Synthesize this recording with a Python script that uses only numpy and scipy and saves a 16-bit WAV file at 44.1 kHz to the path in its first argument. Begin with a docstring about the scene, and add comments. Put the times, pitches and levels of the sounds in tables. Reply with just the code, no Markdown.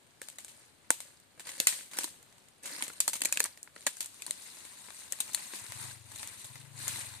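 """Dry twigs snap under slow steps in a forest, litter crackles, then a leafy branch is pulled out by hand.
Cracks are short noise bursts through wood resonances; scattered noise tails return them from the trees.
Litter and leaves are clumped tiny grains over rubbing noise. Near the end a soft low flutter, like wing beats,
made of low-pitched puffs, is heard mostly on the left. Faint filtered noise is the forest air."""
import sys
import numpy as np
from scipy import signal
from scipy.fft import rfft, irfft
from scipy.io import wavfile
from scipy.ndimage import uniform_filter1d

SR = 44100
rng = np.random.default_rng(int(sys.argv[2]) if len(sys.argv) > 2 else 0)


def waveform_to_disk(signal):
    """Save audio, clipped to [-1, 1], as 16-bit WAV at the path in sys.argv[1]."""
    frames = np.transpose(np.atleast_2d(signal))
    scaled = np.clip(frames, -1, 1) * 32767
    samples = np.round(scaled).astype(np.int16)
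    wavfile.write(sys.argv[1], SR, samples)


N = 317520

# bands of a crack, thud, wood, splinter, fibre: low edge f/Hz, high edge f/Hz
BAND_EDGES_HZ = [(140, 760), (700, 2400), (2400, 6000), (6000, 15500)]
# colour of a crack: f/Hz, gain/dB
CRACK_SPECTRUM = [(150, -2), (320, 9), (410, 6.5), (560, 13.5), (720, -1), (1000, 0), (1250, -3.5),
                  (1800, 0), (3100, 3), (4300, 3.5), (5200, -2.5), (7000, 1.5), (8800, 3), (11000, -5),
                  (14000, -8)]
# drag of the leafy branch: t/s, leaf swish level/dB, dull stem brush level/dB (before trims)
DRAG_CURVE = [(4.1, -56, -64), (4.35, -53.5, -60), (4.42, -50.5, -60), (4.75, -54, -61),
              (4.93, -53.5, -60.5), (5.0, -48, -57.5), (5.08, -54, -62.5), (5.42, -47.5, -53),
              (5.49, -49, -56.5), (5.56, -45, -52), (5.62, -49, -53.5), (5.76, -49, -56), (5.83, -45, -49),
              (5.92, -50, -55), (6.03, -62, -68), (6.1, -55, -61), (6.2, -46.5, -52.5), (6.31, -51.5, -56),
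              (6.42, -50, -58.5), (6.51, -55.5, -60), (6.6, -56, -61), (6.73, -62.5, -66), (6.8, -45, -51),
              (6.95, -41.5, -48), (7.2, -53.5, -58)]

PULL_S = 4.1  # the branch is pulled from here on
BENDING_RATIO = 3  # second bending mode of a free stick over its first
THIN_HZ = 1980  # ring of a thin twig


def twigs(thin_clean_db=-2, mode_echo_db=-9, ground_pan_db=-1.5, branch_pan_db=2, spot_count=3):
    """Every listed twig breaks, and its echo among the trees differs from spot to spot."""
    # breaking twigs: t/s, crack level/dB over 1 ms, wood body/dB and thud/dB re crack,
    # wood ring f/Hz, tearing time/s, forest echo/dB
    snap_rows = [(0.2157, -34, -8, -11, 1720, 0.0021, -1), (0.2849, -33, -10, -23, 2230, 0.0013, -7),
                 (0.299, -39, -15, -25, 2200, 0.0016, -17), (0.384, -34, -7, -41, 1790, 0.0035, -2),
                 (0.404, -44, -18, -25, 2000, .0015, -8), (0.446, -34.5, -14, -26, 1560, 0.0013, -6.5),
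                 (0.48, -47, -7, -15, 1700, .0015, 10), (0.9041, -12.5, -7.5, -14, 960, 0.0017, -8.5),
                 (1.0031, -31.5, -10, -25, 2020, 0.0021, -3), (1.172, -55, -7, -20, 2100, 0.0017, -16),
                 (1.199, -50, -30, -35, 2300, .002, -12), (1.376, -57, 3, 6, 1100, 0.0061, 1),
                 (1.395, -38, -3.5, -14, 1690, 0.002, 0.5), (1.403, -38.5, -4.5, -8, 1520, 0.0023, -7),
                 (1.4688, -36, -2, -8, 1700, 0.009, 2.5), (1.4902, -32.5, -3, -22, 1940, 0.0047, -5),
                 (1.516, -36, -9, -21, 1800, 0.0035, -7), (1.538, -46, -2, -11, 1600, .003, -13),
                 (1.579, -41, -6, -8, 1880, .003, -3), (1.6003, -14.5, -13.5, -11, 2600, 0.0017, -9),
                 (1.6696, -10.5, -12, -22, 1940, 0.0017, -0.5), (1.7238, -31, -2, -14, 1870, 0.0058, -17),
                 (1.741, -41, -5, -18, 1800, 0.0017, -13), (1.788, -42, -2, -18, 1700, 0.0017, -12),
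                 (1.808, -43, -2, -10, 1300, 0.0022, -2), (1.912, -41.5, -4.5, -15, 2000, 0.0075, 0),
                 (1.9333, -38.5, -1.5, -18, 1550, 0.0011, 3), (1.9697, -33.5, -9, -15, 1880, 0.001, 5),
                 (1.9864, -18.5, -12.5, -13.5, 1370, 0.0019, -7.5), (2.007, -35.5, -5, -21, 1700, .003, 5),
                 (2.033, -27.5, -15.5, -31, 2930, 0.0028, -5),
                 (2.0415, -22.5, -11, -9.5, 940, 0.0031, -7.5), (2.075, -48, 2, -19, 1500, .0015, -6),
                 (2.227, -47.5, -12, -20, 1712, .002, -3), (2.325, -52, -3, -18, 2000, .0015, -10),
                 (2.381, -51, -6, -20, 2000, .002, -8), (2.484, -49.5, -10, -19, 2000, 0.0033, -8),
                 (2.6326, -38.5, -15, -12, 1700, 0.011, -18), (2.656, -31, -10, -16, 2180, 0.0059, 1),
                 (2.661, -35.5, -12, -27, 2080, 0.0057, 1), (2.692, -40.5, -1, -11, 2000, 0.0027, -1),
                 (2.704, -47, 1, -5, 1500, 0.0033, -8), (2.743, -54, -10, -3, 1800, 0.0034, -8),
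                 (2.787, -49, -3, -17, 1900, .004, -4), (2.807, -42, 5, -7, 1080, 0.0031, 4),
                 (2.8231, -31.5, 0, -5, 2130, 0.0021, -4), (2.8366, -29, -16, -21, 2290, 0.003, -1.5),
                 (2.853, -43, -7, -24, 2200, .0015, -8), (2.865, -44, 1.5, -14, 1980, 0.0039, 0),
                 (2.8791, -32.5, -9.5, -10, 1750, 0.0028, -2), (2.899, -47.5, 10.5, 4.5, 1410, 0.0032, -19),
                 (2.932, -41, -11, -22, 2400, 0.0046, -11), (3.0027, -13.5, -14, -25, 2250, 0.003, -8),
                 (3.0778, -14, -12.5, -27, 960, 0.0024, -9), (3.0864, -23, -25, -35, 2300, 0.0051, -20),
                 (3.0954, -29, -14, -31, 2304, 0.0019, -18), (3.1317, -22.5, -10, -26, 2020, 0.0046, -4),
                 (3.139, -25.5, -17, -30, 1500, 0.0024, -12), (3.154, -27, -10, -17.5, 2200, 0.0077, -5),
                 (3.166, -34, -9, -24, 2100, .0018, -16), (3.2055, -32, -13, -16, 1940, 0.0011, -17),
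                 (3.2173, -22, -7, -23, 2670, 0.0023, -10), (3.2357, -27, -15, -16, 1940, 0.0014, -12),
                 (3.2487, -20.5, -9, -17, 2100, 0.0035, -14), (3.254, -16.5, -20, -15, 2080, 0.002, -27),
                 (3.3243, -15, -18, -44, 2520, 0.0029, -11), (3.3719, -23.5, -7, -9, 2300, 0.0015, -11),
                 (3.3955, -22, -15, -26, 1690, 0.0076, -14), (3.4025, -12, -12.5, -17, 1580, 0.0016, -21),
                 (3.415, -40, -6, -26, 1900, .002, -14), (3.4285, -36, -15, -20, 1700, .003, -11),
                 (3.4397, -18, -15, -40, 1700, 0.0026, -20), (3.45, -39.5, 7, -3, 1200, .002, -9),
                 (3.4558, -26, -8, -38, 1670, 0.0061, -12), (3.5737, -43.5, -4, -13, 1870, 0.00087, -5),
                 (3.6288, -32.5, -60, -28, 2240, 0.0015, -9), (3.674, -59, 15.5, -8, 1540, 0.0016, -11),
                 (3.761, -48.5, 9, 5, 1370, 0.0024, -11), (3.807, -44, -10, -28, 2200, .0015, -6),
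                 (3.8655, -15.5, -1, -18, 1670, 0.0048, -26), (3.87, -23, -8, -21, 2340, 0.0066, -4),
                 (3.968, -37, -38, -33, 2260, 0.0013, 0), (4.0054, -23, -10, -18, 2200, 0.0048, -3),
                 (4.027, -32, -18, -42, 1910, 0.002, -18), (4.044, -36, -19, -30, 1980, .001, -14),
                 (4.058, -30.5, -20, -39, 1830, 0.0029, -10), (4.1435, -45.5, -14, -22, 2200, 0.0011, -14),
                 (4.2202, -30.5, -16, -25, 2250, 0.0024, -9), (4.2638, -33.5, -10, -26, 1000, 0.0037, 0),
                 (4.277, -45, 3.5, -4, 1010, 0.0048, -16), (4.284, -50, -11, -5, 1320, .003, -14),
                 (4.297, -42, -21, -4, 2020, 0.0062, -2), (4.3079, -26.5, -14, -16, 1650, 0.0019, -4.5),
                 (4.65, -43.5, -5.5, -6, 2120, 0.0039, 5), (4.8842, -59.5, 17, 14.5, 1030, 0.0017, 0),
                 (4.9036, -42, 0.5, -29, 2250, 0.0019, -14), (5.122, -20, -14, -42, 2110, 0.0022, -13),
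                 (5.1303, -42.5, 2.5, -6.5, 1820, 0.0018, -16), (5.187, -44, -6, -22, 2700, .0012, -12),
                 (5.2028, -16, -15.5, -25, 1915, 0.0046, -10), (5.278, -43, -3, -22, 2100, .002, -14),
                 (5.291, -43.5, 2, -19, 990, 0.0048, -20), (5.332, -32, -22, -32, 2200, 0.0046, 3),
                 (5.346, -21.5, -12.5, -30, 1906, 0.0016, -6.5), (5.373, -51.5, 10.5, -24, 1830, 0.0019, 8),
                 (5.5349, -40.5, -5, -5.5, 1781, 0.0019, 6), (5.554, -39.5, -6, -22, 2340, .003, 1),
                 (5.64, -41, -7, -10, 980, 0.0018, -12), (5.664, -43.5, -3, -20, 3750, 0.0011, -12),
                 (5.7202, -35, -1, -16, 1940, 0.00092, -3), (6.116, -38.5, -7.5, -24, 1650, 0.006, -15),
                 (6.158, -34.5, -12, -33, 2100, .0042, -12), (6.2292, -34, -2, -15, 1870, 0.002, -4),
                 (6.273, -31.5, -22, -30, 2070, 0.002, -11), (6.4432, -34, -11.5, -30, 2206, 0.011, -3),
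                 (6.555, -41.5, 1, -10, 2020, 0.0063, -10), (6.871, -42, 3, -10, 1010, 0.0032, -8),
                 (6.8791, -21.5, -8.5, -28, 1960, 0.0029, -2.5), (7.009, -38, -6, -29, 2000, 0.0041, 4.5)]
    # modes of the loudest sticks: t/s of the snap, clean break/dB re tearing, [(f/Hz, level/dB over 1 ms), ..]
    mode_rows = [(0.2171, 11, [(470, -42.5), (1640, -37), (8930, -44)]), (0.9055, 8.5, [(300, -43),
                 (540, -34), (930, -25), (1480, -24.5), (1800, -42), (9000, -14.5)]),
                 (1.6009, 3, [(480, -39.5), (2150, -24), (2700, -26), (3500, -29.5), (4300, -25),
                 (7200, -20)]), (1.6698, -19, [(2050, -21), (2500, -18), (3400, -37), (4400, -24),
                 (7300, -16.5), (9500, -20)]), (1.9862, 9, [(330, -40), (560, -45), (900, -33.5),
                 (1550, -34.5), (3200, -40), (5800, -21), (9300, -33)]), (2.0429, 6, [(290, -43),
                 (950, -37), (2080, -48), (4100, -29), (9330, -36)]), (2.8231, 14, [(260, -42), (1020, -42),
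                 (2200, -27), (2600, -31.5), (3200, -33.5), (9140, -23)]), (3.0043, -13, [(1960, -37),
                 (2450, -27.5), (4570, -26), (7950, -15.5)]), (3.0783, -3, [(550, -42), (950, -30.5),
                 (1250, -34), (3500, -36), (4320, -26), (8880, -41)]), (3.218, -3, [(240, -37.5),
                 (1840, -31), (2680, -23.5), (4520, -31), (9310, -24)]), (3.2548, -5, [(2000, -31),
                 (2400, -25), (3100, -47), (4160, -29.5), (7400, -18), (9500, -36)]),
                 (3.3257, 8, [(1600, -34), (2480, -24), (7560, -22.5)]), (3.3724, 2, [(1700, -30.5),
                 (2480, -21.5), (2750, -33), (4300, -49), (7690, -26)]), (3.4029, 9, [(450, -36.5),
                 (1000, -38), (1700, -24), (2450, -23), (4200, -24), (7400, -27)]),
                 (3.4405, -4, [(1710, -49), (4580, -31), (8510, -32)]), (3.8665, 3, [(280, -35), (620, -29),
                 (1000, -37.5), (1700, -28), (2250, -28), (4500, -27), (7000, -18.5), (8630, -31)]),
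                 (4.0056, 10, [(2430, -58), (4590, -35.5), (8350, -31)]), (4.2206, 7, [(280, -57),
                 (2450, -34.5), (3400, -44), (4500, -42.5), (7600, -39)]), (4.2637, 10, [(1000, -47),
                 (1650, -50), (2400, -54), (4300, -36), (9500, -33)]), (4.3072, 15, [(330, -52),
                 (2000, -37), (4000, -32), (8500, -22)]), (5.122, 5, [(480, -43.5), (2200, -51),
                 (8000, -35)]), (5.2038, 5, [(900, -50), (2750, -37.5), (3800, -29.5), (5940, -29),
                 (9400, -34)]), (5.347, 5, [(1000, -61), (1900, -34.5), (4270, -25), (7500, -29),
                 (10110, -20.5)]), (5.5349, -1, [(320, -39.5), (1000, -40.5), (1750, -39.5), (2700, -52),
                 (4200, -45)]), (6.8792, 5, [(1000, -59), (2000, -47), (7300, -25.5)])]
    # change of the tearing noise of such a stick: thud/dB, wood/dB, splinter/dB, fibre/dB
    rasp_change_db = (-6.5, -6, -5, -1)
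    direct = np.zeros((2, N))
    spots = np.zeros((spot_count, 2, N))
    clicks = all_round()
    signs = (-1) ** np.arange(len(clicks))  # neighbouring bands join without a notch
    impulse = signal.unit_impulse(clicks.shape[1])
    times_s = np.array(snap_rows)[:, 0]
    own_modes = {np.argmin(abs(times_s - s)): own for s, *own in mode_rows}
    for k, (s, db, wood_db, thud_db, wood_hz, tear_s, echo_db) in enumerate(snap_rows):
        levels_db, rings_hz = stick(db, wood_db, thud_db, wood_hz)
        clean_db, modes = own_modes.get(k, (thin_clean_db, []))
        rasp_db = levels_db + rasp_change_db if modes else levels_db
        pan_db = ground_pan_db if s < PULL_S else branch_pan_db
        add(direct, s, snap(rasp_db, rings_hz, tear_s, pan_db, clean_db, modes))
        ringing = sum(amp(mode_db + mode_echo_db) * mode(impulse, hz) for hz, mode_db in modes)
        echoed = signs * amp(levels_db) @ clicks + np.std(clicks) * ringing
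        add(spots[k % spot_count], s, amp(echo_db) * echoed[None])
    return direct + sum(forest(sent) for sent in spots)


def snap(levels_db, rings_hz, tear_s, pan_db, clean_db=-3, modes=(), lead_db=-6, lead_share=0.34,
         grainy_db=2.0, shiver_db=-25, shiver_s=0.02, ring_db=-3, quality=10, push_db=-4, knock_db=-3,
         knock_quality=3, break_s=.0011, break_decay_s=.0003, size=2048):
    """A few fibres give way, one sharp crack, a dying tearing volley rings the stick, the freed ends shiver."""
    t = np.arange(size) / SR - break_s
    since = np.maximum(t, 0)
    before = amp(lead_db) * np.exp(np.minimum(t, 0) / (lead_share * tear_s))
    clean = amp(clean_db) * np.exp(-since / break_decay_s)
    tearing = np.exp(-since / tear_s)
    shiver = amp(shiver_db) * np.exp(-since / shiver_s)
    envelope = np.where(t < 0, before, clean + tearing + shiver)
    grain = amp(grainy_db * rng.standard_normal(size))
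    fibres = envelope * grain * rng.standard_normal((2, size))
    crack = unit(colour(levelled(fibres) if modes else fibres, CRACK_SPECTRUM))

    # the stick springs back whole: push and knock are common to both microphones
    shared = crack[:1] * np.ones((2, 1))
    push = band(since * np.exp(-since / (tear_s / 10)), *BAND_EDGES_HZ[0], order=2)
    knock = ring(shared, rings_hz[0] / BENDING_RATIO, knock_quality)
    thud = unit(band(shared, *BAND_EDGES_HZ[0], order=2))
    thud = thud + amp(push_db) * unit(push) + amp(knock_db) * unit(knock)
    sound = amp(levels_db[0]) * unit(thud)

    drives = [shared + 0.77 * crack, crack + 0.13 * shared, crack]
    for drive, db, hz, edges in zip(drives, levels_db[1:], rings_hz, BAND_EDGES_HZ[1:]):
        body = unit(band(drive, *edges))
        if not modes:
            body = body + amp(ring_db) * unit(ring(drive, hz, quality))
        sound = sound + amp(db) * unit(body)
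    for hz, db in modes:
        sound = sound + amp(db) * mode(shared if hz < THIN_HZ else crack, hz)
    # rms 1 becomes the energy of 1 ms
    return sound * np.sqrt(SR / 1000 / size) * pan_gains(pan_db)


def stick(db, wood_db, thud_db, wood_hz, splinter_db=-1, wood_share=0.49, db_per_octave=5.5,
          splinter_max_hz=4200, fibre_hz=7620, spread=0.21):
    """Levels (thud, wood, splinter, fibre) and rings (last three); lower-ringing sticks splinter less."""
    thin_octaves = np.log2(wood_hz / THIN_HZ)
    total_splinter_db = splinter_db + wood_share * wood_db + db_per_octave * thin_octaves
    nominal_hz = np.array([min(wood_hz * BENDING_RATIO, splinter_max_hz), fibre_hz])
    upper_hz = nominal_hz * np.exp(spread * rng.uniform(-1, 1, 2))
    return db + np.array([thud_db, wood_db, total_splinter_db, 0]), [wood_hz, *upper_hz]


def mode(x, hz, base_width_hz=110, quality=16):
    """One mode of a loud stick at rms 1; its width has a fixed part and a part that grows with pitch."""
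    return unit(ring(x, hz, hz / (base_width_hz + hz / quality)))


def ring(x, hz, quality):
    """One damped mode as a two-pole resonator."""
    r = np.exp(-np.pi * hz / quality / SR)
    return signal.lfilter([1, 0, -1], [1, -2 * r * np.cos(2 * np.pi * hz / SR), r * r], x)


def all_round(size=2048):
    """A crack averaged over all directions has no ripple: one smooth click a band, with the energy of 1 ms."""
    click = kernel(lambda hz: read(CRACK_SPECTRUM, hz), size)
    clicks = [unit(band(click, *edges, order=2)) for edges in BAND_EDGES_HZ]
    return np.array(clicks) * np.sqrt(SR / 1000 / size)


def levelled(x, size=21):
    """Evens out the chance spectral ripple of a short burst, so that later filters alone give its colour."""
    spectrum = np.fft.fft(x)
    log_gain = -np.log(uniform_filter1d(abs(spectrum) ** 2, size, mode="wrap") + 1e-20) / 2
    return np.fft.ifft(spectrum * np.exp(np.conj(signal.hilbert(log_gain)))).real


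def twiglets(ground_db=6, branch_db=-1.5, ground_wood_db=-4, branch_wood_db=0, thud_db=-10, vary_db=4,
             spread_db=3.5, wood_hz=1800, tear_s=0.0047, echo_db=-6, count=130):
    """Thin twigs tick by chance, louder and denser with press or drag; green stems knock duller."""
    on_ground = np.arange(N) / SR < PULL_S
    load_db = np.where(on_ground, pressure()[0] + ground_db, follow(DRAG_CURVE)[0] + branch_db)
    work = np.cumsum(amp(load_db / 2))
    chance = rng.uniform(-1, 1, (count, 4))
    out = np.zeros((2, N))
    for k, (when, size, body, ring_step) in enumerate(chance):
        work_share = (k + (when + 1) / 2) / count  # one tick in each equal share of the work
        at = min(np.searchsorted(work, work[-1] * work_share), N - 1)
        wood_db = (ground_wood_db if on_ground[at] else branch_wood_db) + vary_db * body
        tick_db = load_db[at] + spread_db * size
        twig = stick(tick_db, wood_db, wood_db + thud_db, wood_hz * 2 ** (ring_step / 2))
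        add(out, at / SR, snap(*twig, tear_s, 0))
    return out + amp(echo_db) * forest(out)


def forest(x, near_db=-10, near_t60=0.17, far_db=-17, far_t60=0.51, ground_db=-13, build_s=0.01):
    """Ground and nearby sticks answer first, then foliage, then far trunks, as decaying scattered noise."""
    # scatter from trunks and foliage: f/Hz, gain/dB
    echo_spectrum = [(100, -27), (400, -23.5), (800, -1), (2000, 4.5), (5000, 2.5), (9000, 8), (15000, 7)]
    t = np.arange(SR) / SR
    reflectors = amp(4.5 * rng.standard_normal(SR))
    scatter = paired(rng.standard_normal((2, SR)) * reflectors)
    power = 0
    for db, t60, rise_s in [(near_db, near_t60, build_s), (far_db, far_t60, 4 * build_s), (ground_db, .04, .002)]:
        tail = amp(-60 * t / t60) * (1 - np.exp(-(t / rise_s) ** 2))
        power = power + (amp(db) * unit(tail)) ** 2
    response = colour(unit(scatter) * np.sqrt(power / SR), echo_spectrum)
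    return signal.fftconvolve(x, response, axes=1)[:, :N]


def litter(crisp_trim_db=1):
    """Dead leaves, bark and twig ends crumble under the weight."""
    # colour of the litter: f/Hz, gain/dB
    litter_spectrum = [(88, -28), (150, -15), (306, 6.5), (401, -3.5), (515, 0.5), (661, -17), (1030, -3),
                       (1300, -7), (1770, 4.5), (3030, -7.5), (4210, -2), (5720, -5), (8580, 3),
                       (13900, -15.5), (15000, -31)]
    crisp_db, dull_db = pressure()
    grains = crackle(per_s=2000, spread_db=3.6, rub_db=-12, clump_db=1.1, cycles=1.4)
    return pressed(grains, litter_spectrum, crisp_db + crisp_trim_db, dull_db)


def pressure(press_s=0.023, release_s=0.054, settle_db=-72, settle_dull_db=-74):
    """Crisp and dull litter levels in dB: each press builds up, holds, dies away; settling goes on between."""
    # presses of shoe or hand: start t/s, held t/s, crackle level/dB, dull crunch level/dB (before trims)
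    press_rows = [(0.202, 0.45, -63.5, -69), (1.0, .1, -64, -69), (1.44, 0.33, -50.5, -57.5),
                  (1.917, .06, -52, -51), (1.98, .05, -46.5, -57), (2.623, 0.21, -47, -53.5),
                  (2.9, 0.4, -59, -63.5), (3.215, 0.22, -48, -57), (3.741, 0.29, -56, -87)]
    t = np.arange(N) / SR
    power = amp([[settle_db], [settle_dull_db]]) ** 2 * np.ones(N)
    for start_s, held_s, crisp_db, dull_db in press_rows:
        build = np.clip((t - start_s) / press_s, 0, 1)
        release = np.exp(-np.maximum(t - start_s - held_s, 0) / release_s)
        power = power + (amp([[crisp_db], [dull_db]]) * build * release) ** 2
    return 10 * np.log10(power)


def crackle(per_s, spread_db, rub_db, clump_db, cycles, size=192):
    """Many tiny breaks and flicks, each of its own size and pitch, in clumps, over smooth rubbing."""
    when, pitch, strength, *phases = rng.random((round(per_s * N / SR), 5)).T[:, :, None]
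    hz = 600 + 14000 * pitch ** 2
    t = np.arange(size) / SR
    sizes = amp(spread_db * np.minimum(-np.log(1 - strength), 4)) * hz ** .7
    envelopes = sizes * np.exp(-hz * t / cycles)
    at = ((when * N).astype(int) + np.arange(size)).ravel()
    ticks = []
    for phase in phases:  # left, right
        grains = envelopes * np.sin(2 * np.pi * (hz * t + phase))
        ticks.append(np.bincount(at, grains.ravel(), N)[:N])
    mix = unit(rattled(np.array(ticks))) + amp(rub_db) * rng.standard_normal((2, N))
    return paired(mottled(mix) * amp(clump_db * wander(30)))


def rattled(ticks, tail_db=-3, t60=.03, size=2048):
    """Each tick bounces briefly among the sticks and leaves around it."""
    tail = levelled(rng.standard_normal((2, size)) * amp(-60 * np.arange(size) / SR / t60))
    bounced = signal.oaconvolve(ticks, unit(tail) / np.sqrt(size), axes=1)[:, :N]
    return ticks + amp(tail_db) * bounced


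def mottled(x, patch_db=1.7, size=256):
    """Leaves and scraps of different sizes take turns: the colour shifts in short, narrow patches."""
    z = signal.stft(x, nperseg=size)[2]
    patches = rng.standard_normal(z.shape[:0:-1])  # time, frequency
    patches = uniform_filter1d(uniform_filter1d(patches, 6, axis=0), 5, axis=1)
    return signal.istft(z * amp(patch_db * unit(patches).T), nperseg=size)[1][:, :N]


def pressed(grains, spectrum, crisp_db, dull_db):
    """Plays grains by a crisp and a dull level curve."""
    sound = colour(grains, spectrum)
    crisp = unit(band(sound, 2400, 16000))
    dull = unit(band(sound, 170, 2400))
    return amp(crisp_db) * crisp + amp(dull_db) * dull


def leaves(crisp_trim_db=1.5, pan_db=1.5):
    """Green leaves flick and slide past each other as the branch is drawn out."""
    # colour of the leaves: f/Hz, gain/dB
    leaf_spectrum = [(150, -10.5), (280, -10.5), (450, -16.5), (700, -19), (1000, -10), (1400, -14),
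                     (2050, -3.5), (3000, -7), (4200, 0.5), (5100, -7.5), (7000, -1.5), (8900, 3.5),
                     (11500, -7), (14000, -10.5)]
    swish_db, brush_db = follow(DRAG_CURVE)
    grains = crackle(per_s=3000, spread_db=2.8, rub_db=0, clump_db=0.6, cycles=2)
    return pressed(grains, leaf_spectrum, swish_db + crisp_trim_db, brush_db) * pan_gains(pan_db)


def flutter(trim_db=-1, puff_s=0.0081, uneven_db=1):
    """Each beat is one soft puff of a few low cycles."""
    # low flutter in two bouts: t/s, beat rate f/Hz, level/dB (before trim), puff pitch f/Hz
    beat_rows = [(5.54, 11.8, -63, 100), (5.7, 13.3, -48.5, 113), (5.85, 26.5, -47.5, 119),
                 (6.11, 21.5, -51.5, 105), (6.2, 19.3, -54.5, 101), (6.4, 12.7, -55, 105),
                 (6.5, 18.5, -48.5, 122), (6.68, 28, -48, 134), (6.87, 27, -45, 113), (7.0, 21, -47.5, 114),
                 (7.2, 24, -48.5, 102)]
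    rate_hz, db, hz = follow(beat_rows)
    started = np.arange(N) / SR > beat_rows[0][0]
    beats = np.cumsum(rate_hz * started) / SR
    from_beat_s = (beats - np.round(beats)) / rate_hz
    envelope = np.exp(-(from_beat_s / puff_s) ** 2 / 2) * (beats > .5)
    puffs = envelope * np.cos(2 * np.pi * hz * from_beat_s)
    return band(puffs, 66, 240, order=2) * amp(db + trim_db + uneven_db * wander(15))


def air(level_db=-63.5, swell_db=.7, swell_hz=1.7):
    """Faint wash of the distant forest: coloured noise with a slow swell."""
    # still forest air: f/Hz, gain/dB
    air_spectrum = [(25, -6), (50, -8.5), (80, 7), (130, 5), (280, 4), (450, 2), (900, -0.5), (2000, -3),
                    (4200, -3), (5300, -11.5), (8800, -4), (11000, -13), (14000, -13.5)]
    wash = colour(paired(rng.standard_normal((2, N))), air_spectrum)
    return amp(level_db + swell_db * wander(swell_hz)) * unit(wash)


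def amp(db):
    """Decibels to gain."""
    return 10 ** (np.asarray(db) / 20)


def unit(x):
    """Scales to rms 1."""
    return x / np.sqrt(np.mean(x ** 2) + 1e-20)


def pan_gains(left_right_db):
    """Left and right gains from their level difference."""
    return amp([[left_right_db / 2], [-left_right_db / 2]])


def read(points, hz):
    """Reads a spectrum on a log-frequency axis."""
    f, value = np.transpose(points)
    return np.interp(np.log(hz + 1), np.log(f + 1), value)


def follow(rows):
    """Reads each column of a curve table at every sample."""
    s, *columns = np.transpose(rows)
    return [np.interp(np.arange(N) / SR, s, c) for c in columns]


def add(mix, s, sound):
    """Mixes a sound in at time s."""
    part = mix[:, max(round(s * SR), 0):][:, :sound.shape[1]]
    part += sound[:, :part.shape[1]]


def kernel(db_of_hz, size=2048):
    """Causal (minimum-phase) impulse response with the given gain curve."""
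    log_gain = np.log(amp(db_of_hz(abs(np.fft.fftfreq(size, 1 / SR)))))
    return np.fft.ifft(np.exp(np.conj(signal.hilbert(log_gain)))).real


def colour(x, points):
    """Filters both channels causally by a spectrum."""
    return signal.oaconvolve(x, kernel(lambda hz: read(points, hz))[None], axes=1)[:, :x.shape[1]]


def band(x, lo, hi, order=3):
    """Causal band-pass."""
    return signal.sosfilt(signal.butter(order, [lo, hi], "band", fs=SR, output="sos"), x)


def paired(x):
    """Two unrelated signals become a microphone pair: alike in the bass, unrelated in the treble."""
    # left-right likeness: f/Hz, coherence/1
    coherence = [(60, 0.55), (280, 0.88), (640, 0.73), (1400, 0), (3000, 0.086), (15000, 0)]
    size = x.shape[1]
    left, other = rfft(x, 2 * size)
    same = np.clip(read(coherence, np.fft.rfftfreq(2 * size, 1 / SR)), -1, 1)
    right = same * left + np.sqrt(1 - same ** 2) * other
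    return irfft(np.array([left, right]))[:, :size]


def wander(cutoff_hz):
    """Smooth random curve of rms 1: noise low-passed around cutoff_hz."""
    hz = np.fft.rfftfreq(N, 1 / SR)
    return unit(irfft(rfft(rng.standard_normal(N)) / (1 + (hz / cutoff_hz) ** 4), N))


def scene():
    """Walking gives way to pulling the branch: litter fades into leaves over 0.1 s."""
    pulling = np.clip((np.arange(N) / SR - PULL_S) / .1, 0, 1)
    rustle = np.sqrt(1 - pulling) * litter() + np.sqrt(pulling) * leaves()
    return twigs() + twiglets() + rustle + flutter() + air()


def record(dry, edge_hz=14600):
    """The right microphone hears far less bass than the left; then a low-pass limits the band."""
    # microphone difference: f/Hz, left re right/dB
    left_right = [(60, 11.5), (200, 16), (380, 8), (700, -2), (1300, 3.5), (2400, 2), (4400, -2.5),
                  (8100, 3.5), (15000, 5.5)]
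    left = kernel(lambda hz: 20 * np.log10(2 / (1 + amp(-read(left_right, hz)))))
    right = kernel(lambda hz: 20 * np.log10(2 / (1 + amp(read(left_right, hz)))))
    heard = signal.oaconvolve(dry, np.array([left, right]), axes=1)[:, :N]
    low_pass = signal.firwin(255, edge_hz, window=("kaiser", 9), fs=SR)
    return signal.oaconvolve(heard, low_pass[None], "same")


dry = scene()
out = record(dry)
waveform_to_disk(out)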